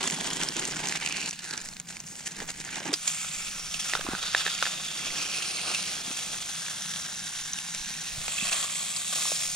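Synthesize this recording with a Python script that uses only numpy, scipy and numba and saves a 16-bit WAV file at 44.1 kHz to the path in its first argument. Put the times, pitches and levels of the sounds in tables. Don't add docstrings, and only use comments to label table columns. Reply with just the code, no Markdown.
import sys
import numpy as np
from scipy import signal
from scipy.fft import rfft, irfft, next_fast_len
from scipy.io import wavfile
from scipy.ndimage import uniform_filter1d
from numba import njit

SR = 44100
rng = np.random.default_rng(int(sys.argv[2]) if len(sys.argv) > 2 else 0)


def put_to_file(sound):
    columns = np.atleast_2d(sound).T
    safe = np.clip(columns, -1, 1)
    whole_steps = np.round(safe * 32767)
    wavfile.write(sys.argv[1], SR, whole_steps.astype(np.int16))


N = 421155
T = np.arange(N) / SR

# f/Hz, level/dB
BREEZE_SPECTRUM = [(15, 0.5), (30, -11), (50, -1.5), (85, -24), (150, -15), (400, -38)]
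# start t/s, length/s, level/dB
GUSTS = [(.18, 0.64, -57), (1.59, 0.093, -54), (2.36, 0.099, -50), (3.34, 0.4, -53), (3.9, 0.23, -49),
         (5.03, 0.076, -51), (7.34, .1, -56), (7.74, .08, -51), (8.09, 0.096, -46), (8.42, .06, -51)]
GUST_ATTACK_S, GUST_RELEASE_S = 0.047, 0.095
CALM_DB, CALM_WANDER_DB = -67.5, 6

# f/Hz, level/dB
BURNER_SPECTRUM = [(40, -27), (80, -7.5), (115, -7), (135, -5), (160, 3.5), (195, 0), (250, -9.5),
                   (400, -23), (1000, -18), (4000, -21), (15000, -33)]
BURNER_DB = -52

# t/s, relative level/dB, first f/Hz, last f/Hz, decay/s
BUMPS = [(2.419, -38, 800, 330, .005), (2.818, -36, 750, 450, .003), (2.892, -33, 300, 288, 0.015),
         (2.927, -30.5, 725, 300, 0.0073), (3.934, -34, 400, 400, .003), (3.951, -31, 473, 470, 0.0036),
         (4.048, -33, 340, 330, .004), (4.087, -16.5, 310, 260, 0.002), (4.134, -23.5, 193, 188, 0.0028),
         (4.133, -31, 484, 330, 0.0036), (4.462, -29, 437, 416, 0.0018), (6.078, -36, 230, 225, 0.0043),
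         (6.106, -34, 260, 255, .004), (8.179, -34.5, 112, 110, 0.005), (8.424, -33.5, 205, 200, 0.0048)]
BUMP_SAG_S = 0.0039

# t/s, relative level/dB, ring f/Hz, crack level relative to the ring/dB
POPS = [(3.245, -28.5, 1370, 1), (3.934, -14.5, 1923, -3), (3.9505, -14.5, 1380, -2),
        (3.971, -30, 1500, -6), (3.992, -26, 530, -17), (4.009, -25.5, 1620, 5), (4.0645, -23.5, 1120, -6),
        (4.0705, -34, 1200, -8), (4.131, -27, 890, -10), (4.143, -37, 1500, -6), (4.1491, -23, 1510, -2),
        (4.347, -6.5, 1730, -10), (4.463, -15, 1740, -28), (4.476, -20, 1710, -5), (4.481, -23, 1705, -10),
        (4.6244, -12.5, 1470, 1), (4.630, -22, 1270, -3), (4.6532, -19, 1780, -14), (4.664, -20, 1630, -5),
        (4.67, -22, 2700, -8), (4.736, -32, 3400, 7), (5.746, -36, 2730, -3), (6.682, -27, 1700, -4),
        (8.28, -24, 2620, 5), (9.253, -27.5, 1090, -16), (9.317, -22.5, 610, -4)]
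# f/Hz, relative level/dB, decay/s
PAN_MODES = [(530, -30, 0.0031), (726, -10.5, 0.00086), (1300, -23, 0.0044), (2660, -9.5, 0.0013),
             (3740, -5.5, 0.0012)]

# start t/s, length/s, ring level/dB, grit level relative to the ring/dB
SCRAPES = [(8.314, 0.009, -44, 8), (8.38, 0.0075, -30, -10), (8.41, 0.005, -33, -7),
           (8.418, 0.006, -36, -5), (8.428, 0.005, -36, -3), (8.462, 0.035, -38.5, 4),
           (8.519, 0.013, -35, 6), (8.626, 0.013, -45, 7.5)]
# f/Hz, width/Hz, relative level/dB
PLIERS_MODES = [(2620, 63, 2), (3240, 140, -11)]
SCRAPE_ATTACK_S, SCRAPE_RELEASE_S = 0.003, 0.0033

# f/Hz, level/dB
BAG_SPECTRUM = [(88, -37), (150, -2.5), (326, -8), (436, -10), (519, -15.5), (844, -9), (1240, -10.5),
                (1600, -1.5), (1870, -2.5), (2810, -2.5), (3830, -4), (6860, 1), (8660, -4), (11100, -18),
                (15500, -33)]
# f/Hz, level/dB
BAG_SIDE = [(200, 0), (900, -5), (2000, -3.5), (2800, -4.5), (3400, -2.5), (6000, 0.5), (7600, -2),
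            (8600, 4), (11000, 1), (15000, 5)]
# t/s, creak level between crumples/dB, low rustle of film and sleeve relative to it/dB,
# brightness/dB, buckles per second
GRIP = [(0.0, -38.5, -1, -1, 280), (.92, -41.5, -5.5, -2.5, 290), (1.12, -39, -12, -7, 380),
        (1.28, -44, -6, -1.5, 170), (1.35, -45, -17.5, 2, 200), (1.55, -43, -5.5, -5, 420),
        (1.61, -48.5, -9, -2, 320), (1.7, -47, -7, 5, 150), (1.8, -53.5, -10, 0, 100),
        (2.15, -49, -6, 6, 92), (2.24, -43.5, -12, 1.5, 1500), (2.42, -44.5, 0.5, 0.5, 590),
        (2.55, -47.5, -6.5, 3.5, 640), (2.62, -44.5, -10.5, -4, 440), (2.8, -39, -5, -1.5, 260),
        (2.91, -44, 0, -7, 380)]
BAG_UNREST_DB = 2
# start t/s, length/s, relative crinkle level/dB
CRUMPLES = [(0.0, 0.04, -37.5), (.08, 0.15, -47), (.23, 0.2, -38), (.42, 0.063, -38.5), (.555, 0.17, -38),
            (.76, 0.1, -39.5), (.825, .15, -36), (1.005, .29, -37), (1.47, 0.15, -43.5), (1.868, .1, -48.5),
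            (2.255, 0.025, -41), (2.48, 0.04, -44), (2.595, 0.023, -41.5), (2.7, 0.038, -39),
            (2.74, 0.046, -38.5), (2.785, 0.046, -48), (2.848, 0.053, -40.5)]
CRUMPLE_ATTACK_S, CRUMPLE_RELEASE_S = 0.0076, 0.0044
FOLD_WANDER_DB, FOLDS_PER_S = 2, 90
# start t/s, end t/s, first f/Hz, last f/Hz, width/Hz, level/dB (negative: notch)
BAG_HOLLOWS = [(0.042, 0.59, 3440, 3100, 360, 6.5), (1.01, 1.4, 2400, 2900, 500, 12),
               (1.37, 1.6, 1600, 1550, 440, 10.5), (1.17, 1.57, 4350, 4000, 540, 8),
               (1.3, 2.84, 1080, 1030, 150, -6), (1.6, 2.9, 7000, 6800, 410, 2.5),
               (2.07, 3.201, 2000, 1800, 710, 4), (0.068, 0.9, 300, 350, 170, 4),
               (1.2, 2.06, 3100, 3250, 350, -6), (2.77, 3, 4600, 4150, 290, -11)]
# t/s, relative level/dB, ring f/Hz
CREASES = [(0.029, -15, 3200), (0.0746, -10, 6860), (0.0995, -11.5, 2530), (0.1084, -13, 7090),
           (0.144, -15.5, 2470), (0.21, -15.5, 2150), (0.236, -23, 3430), (0.2444, -18, 3450),
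           (0.3035, -13, 2030), (0.333, -15, 6870), (0.4245, -16, 6140), (0.4335, -9, 3330),
           (0.487, -11, 5300), (0.566, -12, 6340), (0.595, -12, 7350), (0.652, -9.5, 6540),
           (0.7034, -21, 6800), (0.7194, -21, 5540), (0.871, -18, 6320), (0.8855, -10.5, 6140),
           (0.9233, -14, 2050), (0.9584, -15, 3460), (1.061, -9, 2700), (1.074, -15, 2610),
           (1.1237, -12, 2770), (1.169, -14.5, 4650), (1.293, -17, 5870), (1.309, -14, 5860),
           (1.329, -21.5, 2700), (1.391, -19, 4400), (1.509, -15.5, 4600), (1.536, -17, 4000),
           (1.5762, -14, 5800), (1.687, -19, 5190), (1.735, -27, 4200), (1.799, -17, 6800),
           (1.887, -23, 5840), (1.905, -24, 1550), (1.968, -23, 2290), (2.002, -21.5, 6130),
           (2.268, -18.5, 1700), (2.32, -27, 6000), (2.402, -18, 1670), (2.503, -17, 4220),
           (2.649, -21, 6800), (2.7564, -17.5, 3340), (2.8679, -24, 1760), (2.8774, -20, 1750)]
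# events per second, mean level above the crinkle/dB, spread/dB, lowest f/Hz, highest f/Hz
STRAY_CREASES = (15, 17.4, 2, 1000, 8200)
CREASE_DECAY_S = 0.0021

# f/Hz, level/dB
FRY_SPECTRUM = [(180, -17.5), (300, -13), (500, -11.5), (750, -5), (950, -10.5), (1250, -2.5), (2000, -3.5),
                (2650, 0.5), (3020, -2.5), (3350, 2), (4900, -1), (6000, 1.5), (7250, -2), (7950, -6.5),
                (8800, -4), (9950, -9), (10600, -17), (11500, -17), (15500, -28)]
# f/Hz, level/dB
FRY_SIDE = [(200, -4), (1200, -1), (2100, -3), (2750, -6), (3400, -1.5), (4400, 0), (6000, 0), (7400, -2),
            (8500, 4), (11000, 1), (15000, 5)]
# t/s, sizzle level/dB, wet splutter relative to it/dB, fine fizz relative to it/dB
FRYING = [(2.96, -44, -10, -1), (3.13, -38.5, -9.5, 0.5), (3.68, -41, -10, -3), (4.08, -40, -5, -5),
          (4.3, -33, -12.5, -10), (4.9, -37, -11.5, -6), (5.05, -33, -11, -7.5), (5.7, -33.5, -12, -8),
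          (6.2, -38, -9, -3), (7.1, -39, -9, -2.5), (8.12, -39.5, -10.5, -3.5), (8.38, -35.5, -12, -2),
          (9.06, -38, -12.5, 0), (9.22, -33, -13.5, 0), (9.55, -38, -12, 1.5)]
# start t/s, length/s, flare level/dB, wet splutter relative to it/dB
FLARES = [(3.071, 0.012, -32.5, -12), (3.719, 0.05, -38.5, -29), (3.789, 0.025, -34, -17),
          (3.84, 0.12, -36.5, -10.5), (4.06, 0.081, -57, 18.5), (4.22, 0.067, -36.5, -7),
          (4.357, 0.056, -32, -10), (4.448, 0.094, -33.5, -12), (4.626, 0.059, -33, -11.5),
          (5.63, 0.11, -42.5, 2), (8.448, 0.2, -39, -6), (8.512, 0.059, -34, -6), (8.75, 0.07, -38.5, -16),
          (9.124, 0.097, -37, -8)]
FLARE_ATTACK_S, FLARE_RELEASE_S = 0.0043, 0.02
# start t/s, end t/s, first f/Hz, last f/Hz, width/Hz, level/dB (negative: notch)
FRY_DRIFTS = [ (3.0, 4.0, 4060, 4090, 650, -3.5), (3.05, 3.37, 5760, 5840, 260, -9),
              (3.05, 3.44, 7500, 7500, 700, 7.5), (3.07, 3.54, 2330, 2380, 500, 6.5),
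              (3.08, 4.7, 1330, 1340, 180, 4.5), (3.5, 3.95, 5400, 5440, 350, 3.5),
              (4.0, 4.94, 6020, 5830, 500, -4.5), (4.15, 4.7, 3440, 3400, 150, 1),
              (4.15, 4.95, 3780, 3730, 220, 2.5), (4.2, 4.65, 4450, 4700, 300, 2.5),
              (4.15, 4.95, 6700, 6960, 600, 2.5), (4.18, 5.57, 9230, 9300, 490, -3),
              (4.2, 4.88, 2280, 2240, 280, -3.5), (4.38, 5.36, 4160, 3970, 250, -6),
              (4.72, 5.12, 3560, 3280, 240, 4.5), (4.8, 6.412, 277, 276, 160, 8.5),
              (5.05, 5.89, 2030, 1850, 540, -5.5), (5.12, 5.96, 3540, 3500, 500, -6),
              (5.1, 5.85, 2520, 2680, 350, 3.5), (5.28, 5.83, 10300, 10080, 700, 8),
              (5.424, 5.82, 8660, 8720, 620, 8), (5.97, 7.05, 860, 860, 180, 2.5),
              (5.95, 6.95, 3280, 3440, 220, 4.5), (6.19, 7.01, 4570, 4720, 130, 0),
              (6.5, 8.07, 1640, 1640, 300, 4.5), (6.54, 7.71, 2440, 2440, 210, -7),
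              (6.77, 7.75, 9900, 9700, 300, 8), (6.82, 8.1, 5830, 5950, 700, 3),
              (6.83, 7.71, 4220, 4200, 250, -5.5), (6.96, 8.1, 3930, 3820, 200, 4.5),
              (7.06, 7.8, 7000, 7300, 330, 4.5), (7.13, 8.17, 1260, 1270, 150, -10),
              (7.2, 8.05, 930, 910, 200, 4), (7.21, 8.04, 560, 550, 190, -11),
              (8.17, 9.51, 5900, 6000, 520, -6.5), (8.23, 9.11, 7600, 7900, 700, 7),
              (8.26, 9.25, 5010, 5230, 700, -5), (8.28, 9.48, 1400, 1350, 190, -3),
              (8.41, 9.41, 3220, 3170, 130, 4.5), (8.3, 9.4, 1130, 1130, 100, 9),
              (8.71, 9.52, 2900, 2830, 150, -5.5), (8.2, 9.54, 625, 614, 220, 5),
              (9.02, 9.39, 3740, 3760, 160, 5), (9.09, 9.44, 5570, 5560, 190, 5),
              (9.14, 9.51, 8900, 8700, 260, -5)]
# events per second, shortest/s, longest/s,
# lowest f/Hz, highest f/Hz, largest drift as a share of f, width/Hz, level/dB
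WHISTLING_TINTS = (5, 0.15, 0.41, 1770, 8100, 0.04, 110, 2.8)
FAT_TICK_DB = -26
# t/s, relative level/dB, ring f/Hz
SPITS = [(2.9294, -16.5, 7900), (2.9366, -12.5, 4900), (3.075, -13.5, 7040), (3.466, -25.5, 2700),
         (3.74, -19, 2800), (3.593, -22.5, 5800), (3.796, -19, 3380), (5.4211, -18, 2790),
         (5.7455, -13.5, 2650), (8.962, -20.5, 4600)]
# events per second, mean level above the sizzle/dB, spread/dB, lowest f/Hz, highest f/Hz
STRAY_SPITS = (28, 4.1, 4.3, 1600, 7560)
SPIT_DECAY_S = 0.0066
# t/s, relative level/dB, ring f/Hz
DRY_TICKS = [(6.821, -22, 6000), (6.860, -22.5, 3500), (6.937, -16, 3200), (6.960, -18.5, 2900),
             (7.192, -22, 5700), (7.438, -26, 5800), (7.459, -23, 6200), (7.5334, -18, 5930),
             (7.587, -18, 2700), (7.7479, -16.5, 7320), (8.627, -16, 3500), (9.434, -17, 6700)]

# f/Hz, share (clipped to 0-1)
DIRECT_SHARE = [(200, 0.93), (700, 0.77), (1200, 0.64), (2200, 0.73), (2900, 0.5), (3900, 0.84),
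                (5000, 0.5), (6300, 4.5), (7600, -2), (8700, 0.5), (11000, 2.5), (15000, -0.5)]
# f/Hz, phase/rad
LEFT_LEAD = [(200, 0), (800, 0.6), (1200, 0.1), (2500, 0.5), (3100, 0.8), (3900, 0.14), (6000, 1.2),
             (7200, 1.5), (8200, 3), (10000, 5), (11500, 5), (15000, 3)]
TOP_HZ = 15750


def undb(db):
    return 10 ** (np.asarray(db) / 20)


def unit(x):
    return x / np.std(np.atleast_2d(x).mean(axis=0))


def steady(x, seconds):
    return x / np.sqrt(uniform_filter1d(x.mean(axis=0) ** 2, int(seconds * SR)) + 1e-12)


def curves(table):
    s, *columns = np.transpose(table)
    return [np.interp(T, s, column) for column in columns]


def at(table, hz):
    f, value = np.transpose(table)
    return np.interp(np.log(hz + 1), np.log(f), value)


def shaped(x, response):
    size = next_fast_len(N + 4096, True)
    f = np.arange(size // 2 + 1) * SR / size
    return irfft(rfft(x, size) * response(f), size)[..., :N]


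def three_bands(x, low_hz, high_hz, seconds):
    low, below_high = (shaped(x, lambda f: 1 / (1 + (f / hz) ** 8)) for hz in (low_hz, high_hz))
    return [steady(band, seconds) for band in (low, below_high - low, x - below_high)]


def resonate(x, hz, width_hz):
    return signal.lfilter(*signal.iirpeak(hz, hz / width_hz, fs=SR), x)


@njit
def gliding(x, hz, width_hz):
    y, band, low = np.empty(len(x)), 0., 0.
    for i in range(len(x)):
        g, k = np.tan(np.pi * hz[i] / SR), width_hz / hz[i]
        v = (band + g * (x[i] - low)) / (1 + g * (g + k))
        band, low, y[i] = 2 * v - band, low + 2 * g * v, k * v
    return y


def ringing(x, table):
    y = x.copy()
    for start, end, first_hz, last_hz, width_hz, db in table:
        span = slice(max(int((start - .1) * SR), 0), int((end + .1) * SR))
        presence = np.interp(T[span], [start - .1, start + .1, end - .1, end + .1], [0, 1, 1, 0])
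        hz = np.interp(T[span], [start, end], [first_hz, last_hz])
        widening = float(undb(-min(db, 0) / 2))
        for channel in y:
            band = gliding(channel[span], hz, width_hz * widening)
            channel[span] += (undb(db) - 1) * presence * band
    return y


def pitched(x, grain_s, width_hz, ring_db):
    pitches = np.linspace(900, 11000, 16)
    grain = (T / max(grain_s, 1e-4)).astype(int)
    choice = rng.integers(len(pitches), size=N)[grain]
    rings = sum(resonate(x * (choice == k) + 1e-18, hz, width_hz) for k, hz in enumerate(pitches))
    return x + undb(ring_db) * rings


def mode(t, hz, decay_s):
    return np.sin(2 * np.pi * hz * t) * np.exp(-t / decay_s)


def walk(rate):
    return 1.2 * np.interp(T * rate, np.arange(N // 20), rng.standard_normal(N // 20))


def clicks(rate, spread_db):
    size = undb(spread_db * np.minimum(rng.exponential(size=N), 4))
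    return (rng.random(N) < rate / SR) * rng.choice([-1, 1], N) * size


def fade(x, seconds):
    pole = np.exp(-1 / (seconds * SR))
    return signal.lfilter([1 - pole], [1, -pole], x + 1e-18)


def swells(rows, attack_s, release_s):
    power = np.zeros(N)
    for s, length, db in rows:
        rise = np.clip((T - s) / attack_s, 0, 1)
        fall = np.exp(-np.clip((T - s - length) / release_s, 0, 20))
        power += (undb(db) * rise * fall) ** 2
    return power


def strays(gain, start, end, per_s, db, spread_db, low_hz, high_hz):
    when, size, pitch = rng.random((600, 3))[:int((end - start) * per_s)].T
    s = start + (end - start) * when
    dbs = 20 * np.log10(np.interp(s, T, gain)) + db + spread_db * (2 * size - 1)
    return list(zip(s, dbs, low_hz * (high_hz / low_hz) ** pitch))


def add(track, s, sound):
    start = max(int(s * SR), 0)
    track[..., start:start + sound.shape[-1]] += sound[..., :N - start]


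def ports(direct, scattered, side):
    ear = np.array([[1], [-1]])
    share = lambda f: np.clip(at(DIRECT_SHARE, f), 0, 1)
    turn = lambda f: np.exp(1j * at(LEFT_LEAD, f) * np.array([[1], [0]]))
    mean_gain = lambda f: np.sqrt((1 + share(f) * np.cos(at(LEFT_LEAD, f))) / 2 + 1e-3)
    shade = lambda f: undb(ear * at(side, f) / 2) / mean_gain(f)
    coherent = shaped(direct, lambda f: np.sqrt(share(f)) * turn(f) * shade(f))
    return coherent + shaped(scattered, lambda f: np.sqrt(1 - share(f)) * shade(f))


def crackle(pulses, spectrum, side, scatter_s):
    smear = rng.standard_normal((2, N)) * np.sqrt(fade(pulses ** 2, scatter_s))
    return shaped(ports(pulses, smear, side), lambda f: undb(at(spectrum, f)))


def bursts(table, spectrum, side, width_hz, broad_db, rise_s, decay_s):
    track, t = np.zeros((3, N)), T[:4096]
    tint = undb(at(spectrum, np.fft.rfftfreq(len(t), 1 / SR)))
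    swell = (1 - np.exp(-t / rise_s)) ** 2 * np.exp(-t / decay_s)
    for s, db, hz in table:
        noise = irfft(rfft(rng.standard_normal((3, len(t)))) * tint)
        burst = unit(resonate(noise, hz, width_hz) + undb(broad_db) * noise)
        add(track, s, undb(db) * burst * swell / swell.max())
    return ports(track[0], track[1:], side)


def breeze():
    noise = rng.standard_normal(N) + 1.0 * rng.standard_normal((2, N))
    rumble = shaped(noise, lambda f: undb(at(BREEZE_SPECTRUM, f))) * undb([[-7], [0]])
    calm = undb(CALM_DB + CALM_WANDER_DB * walk(7))
    wind = np.sqrt(calm ** 2 + swells(GUSTS, GUST_ATTACK_S, GUST_RELEASE_S))
    return steady(rumble, seconds=0.32) * wind


def burner():
    noise = rng.standard_normal(N) + 0.35 * rng.standard_normal((2, N))
    roar = unit(shaped(noise, lambda f: undb(at(BURNER_SPECTRUM, f))))
    return roar * undb(BURNER_DB + 0.72 * walk(7.7))


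def bumps():
    track, t = np.zeros(N), T[:4096]
    for s, db, first_hz, last_hz, decay_s in BUMPS:
        hz = last_hz + (first_hz - last_hz) * np.exp(-t / BUMP_SAG_S)
        swell = np.exp(-t / decay_s) * (1 - np.exp(-t / 0.0023))
        add(track, s, undb(db) * np.sin(2 * np.pi * np.cumsum(hz) / SR) * swell)
    return undb(7.5) * track


def pops():
    track, t = np.zeros((2, N)), T[:2048]
    knock = sum(undb(db) * mode(t, hz, decay_s) for hz, db, decay_s in PAN_MODES)
    opening = 1 - np.exp(-t / .0003)
    snap = undb(6.5) * mode(t, hz=4600, decay_s=0.0001)
    crack_band = signal.butter(2, [500, 6000], "band", fs=SR, output="sos")
    for s, db, hz, crack_db in POPS:
        ring = (mode(t, hz, 0.0016) - knock) * opening
        spray = undb(-5.5) * rng.standard_normal((2, len(t))) * np.exp(-t / 0.0048)
        crack = signal.sosfilt(crack_band, snap + spray)
        pop = ring / np.abs(ring).max() + undb(crack_db) * crack
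        add(track, s + 0.001363, undb(db) * pop)
    bass_cut = signal.butter(2, 330, "high", fs=SR, output="sos")
    return signal.sosfilt(bass_cut, track) * undb([[0.8], [3.2]])


def pliers():
    slips = crackle(clicks(rate=1500, spread_db=2.0), FRY_SPECTRUM, FRY_SIDE, scatter_s=0.00054)
    ring = sum(undb(db) * resonate(slips, hz, width_hz) for hz, width_hz, db in PLIERS_MODES)
    ring_rows = [(s, length, db) for s, length, db, grit_db in SCRAPES]
    grit_rows = [(s, length, db + grit_db) for s, length, db, grit_db in SCRAPES]
    ring_power = swells(ring_rows, SCRAPE_ATTACK_S, SCRAPE_RELEASE_S)
    grit_power = swells(grit_rows, SCRAPE_ATTACK_S, SCRAPE_RELEASE_S)
    return steady(ring, seconds=.03) * np.sqrt(ring_power) + unit(slips) * np.sqrt(grit_power)


def bag():
    creak_db, soft_db, bright_db, buckle_rate = curves(GRIP)
    creak = undb(creak_db + BAG_UNREST_DB * walk(30.11))
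    crinkle = np.sqrt(creak ** 2 + swells(CRUMPLES, CRUMPLE_ATTACK_S, CRUMPLE_RELEASE_S))
    effort = 1.4 * crinkle / crinkle.max()

    buckles = np.abs(clicks(rate=buckle_rate, spread_db=2.5)) / np.sqrt(buckle_rate)
    avalanches = fade(buckles, seconds=0.0019)
    drive = 0.95 + 2.8 * effort + avalanches / avalanches.mean()
    pulses = clicks(rate=7000, spread_db=2.5) * drive
    film = crackle(pulses, BAG_SPECTRUM, BAG_SIDE, scatter_s=0.00041)
    film = pitched(film, grain_s=.002, width_hz=520, ring_db=2.5)

    bands = three_bands(ringing(film, BAG_HOLLOWS), 1200, 5000, .07)
    low, mid, high = (band * undb(FOLD_WANDER_DB * walk(FOLDS_PER_S)) for band in bands)
    film = undb(soft_db - 1.6) * low + undb(-2.5) * mid + undb(bright_db - 3.5) * high
    held = np.interp(T, [2.92, 2.95], [1, 0])

    creases = CREASES + strays(crinkle, 0, 2.9, *STRAY_CREASES)
    snaps = bursts(creases, BAG_SPECTRUM, BAG_SIDE, width_hz=370, broad_db=-10.0,
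                   rise_s=0.00018, decay_s=CREASE_DECAY_S)
    return film * crinkle * held + undb(-16.0) * snaps


def whistling_tints(start, end, per_s, short_s, long_s, low_hz, high_hz, drift, width_hz, db):
    when, life, pitch, glide = rng.random((200, 4))[:int((end - start) * per_s)].T
    s = start + (end - start) * when
    hz = low_hz * (high_hz / low_hz) ** pitch
    rows = zip(s, s + short_s + (long_s - short_s) * life, hz, hz * (1 + drift * (2 * glide - 1)))
    return [(*row, width_hz, db) for row in rows]


def sizzle():
    sizzle_db, wet_db, fizz_db = curves(FRYING)
    flare_rows = [(s, length, db) for s, length, db, wet in FLARES]
    wet_rows = [(s, length, db + wet) for s, length, db, wet in FLARES]
    flares = swells(flare_rows, FLARE_ATTACK_S, FLARE_RELEASE_S)
    wet_flares = swells(wet_rows, FLARE_ATTACK_S, FLARE_RELEASE_S)
    boil = np.sqrt(undb(sizzle_db) ** 2 + flares) * undb(0.64 * walk(10))
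    splutter = np.sqrt(undb(sizzle_db + wet_db) ** 2 + wet_flares) * undb(0.74 * walk(21))

    bubbles = unit(clicks(rate=6500, spread_db=2.0)) * undb(0.94 * walk(70))
    ticks = unit(clicks(rate=220, spread_db=1.0))
    hiss = crackle(bubbles + undb(-15.5) * ticks, FRY_SPECTRUM, FRY_SIDE, scatter_s=0.00093)
    hiss = pitched(hiss, grain_s=.0012, width_hz=710, ring_db=0.5)
    resonances = FRY_DRIFTS + whistling_tints(3.0, 9.5, *WHISTLING_TINTS)
    low, mid, high = three_bands(ringing(hiss, resonances), 1800, 5500, .2)
    frying = splutter * undb(-1.14) * low + boil * (undb(-3.0) * mid + undb(fizz_db) * high)
    fat = shaped(unit(clicks(rate=15, spread_db=11.0)), lambda f: undb(at(FRY_SPECTRUM, f)))
    frying = frying + boil * undb(FAT_TICK_DB) * unit(fat)
    in_pan = np.interp(T, [2.93, 2.96], [0, 1])

    spit_rows = SPITS + strays(boil, 3.0, 9.5, *STRAY_SPITS)
    spits = bursts(spit_rows, FRY_SPECTRUM, FRY_SIDE, width_hz=200, broad_db=-14.5,
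                   rise_s=0.00096, decay_s=SPIT_DECAY_S)
    dry_ticks = bursts(DRY_TICKS, FRY_SPECTRUM, FRY_SIDE, width_hz=500, broad_db=-11.5,
                       rise_s=0.00019, decay_s=0.0016)
    return frying * in_pan + undb(-14.5) * spits + undb(-13.5) * dry_ticks


def scene():
    return breeze() + burner() + bumps() + pops() + pliers() + bag() + sizzle()


def record(dry):
    return signal.sosfilt(signal.ellip(10, .2, 80, TOP_HZ, fs=SR, output="sos"), dry)


dry = scene()
out = record(dry)
put_to_file(out)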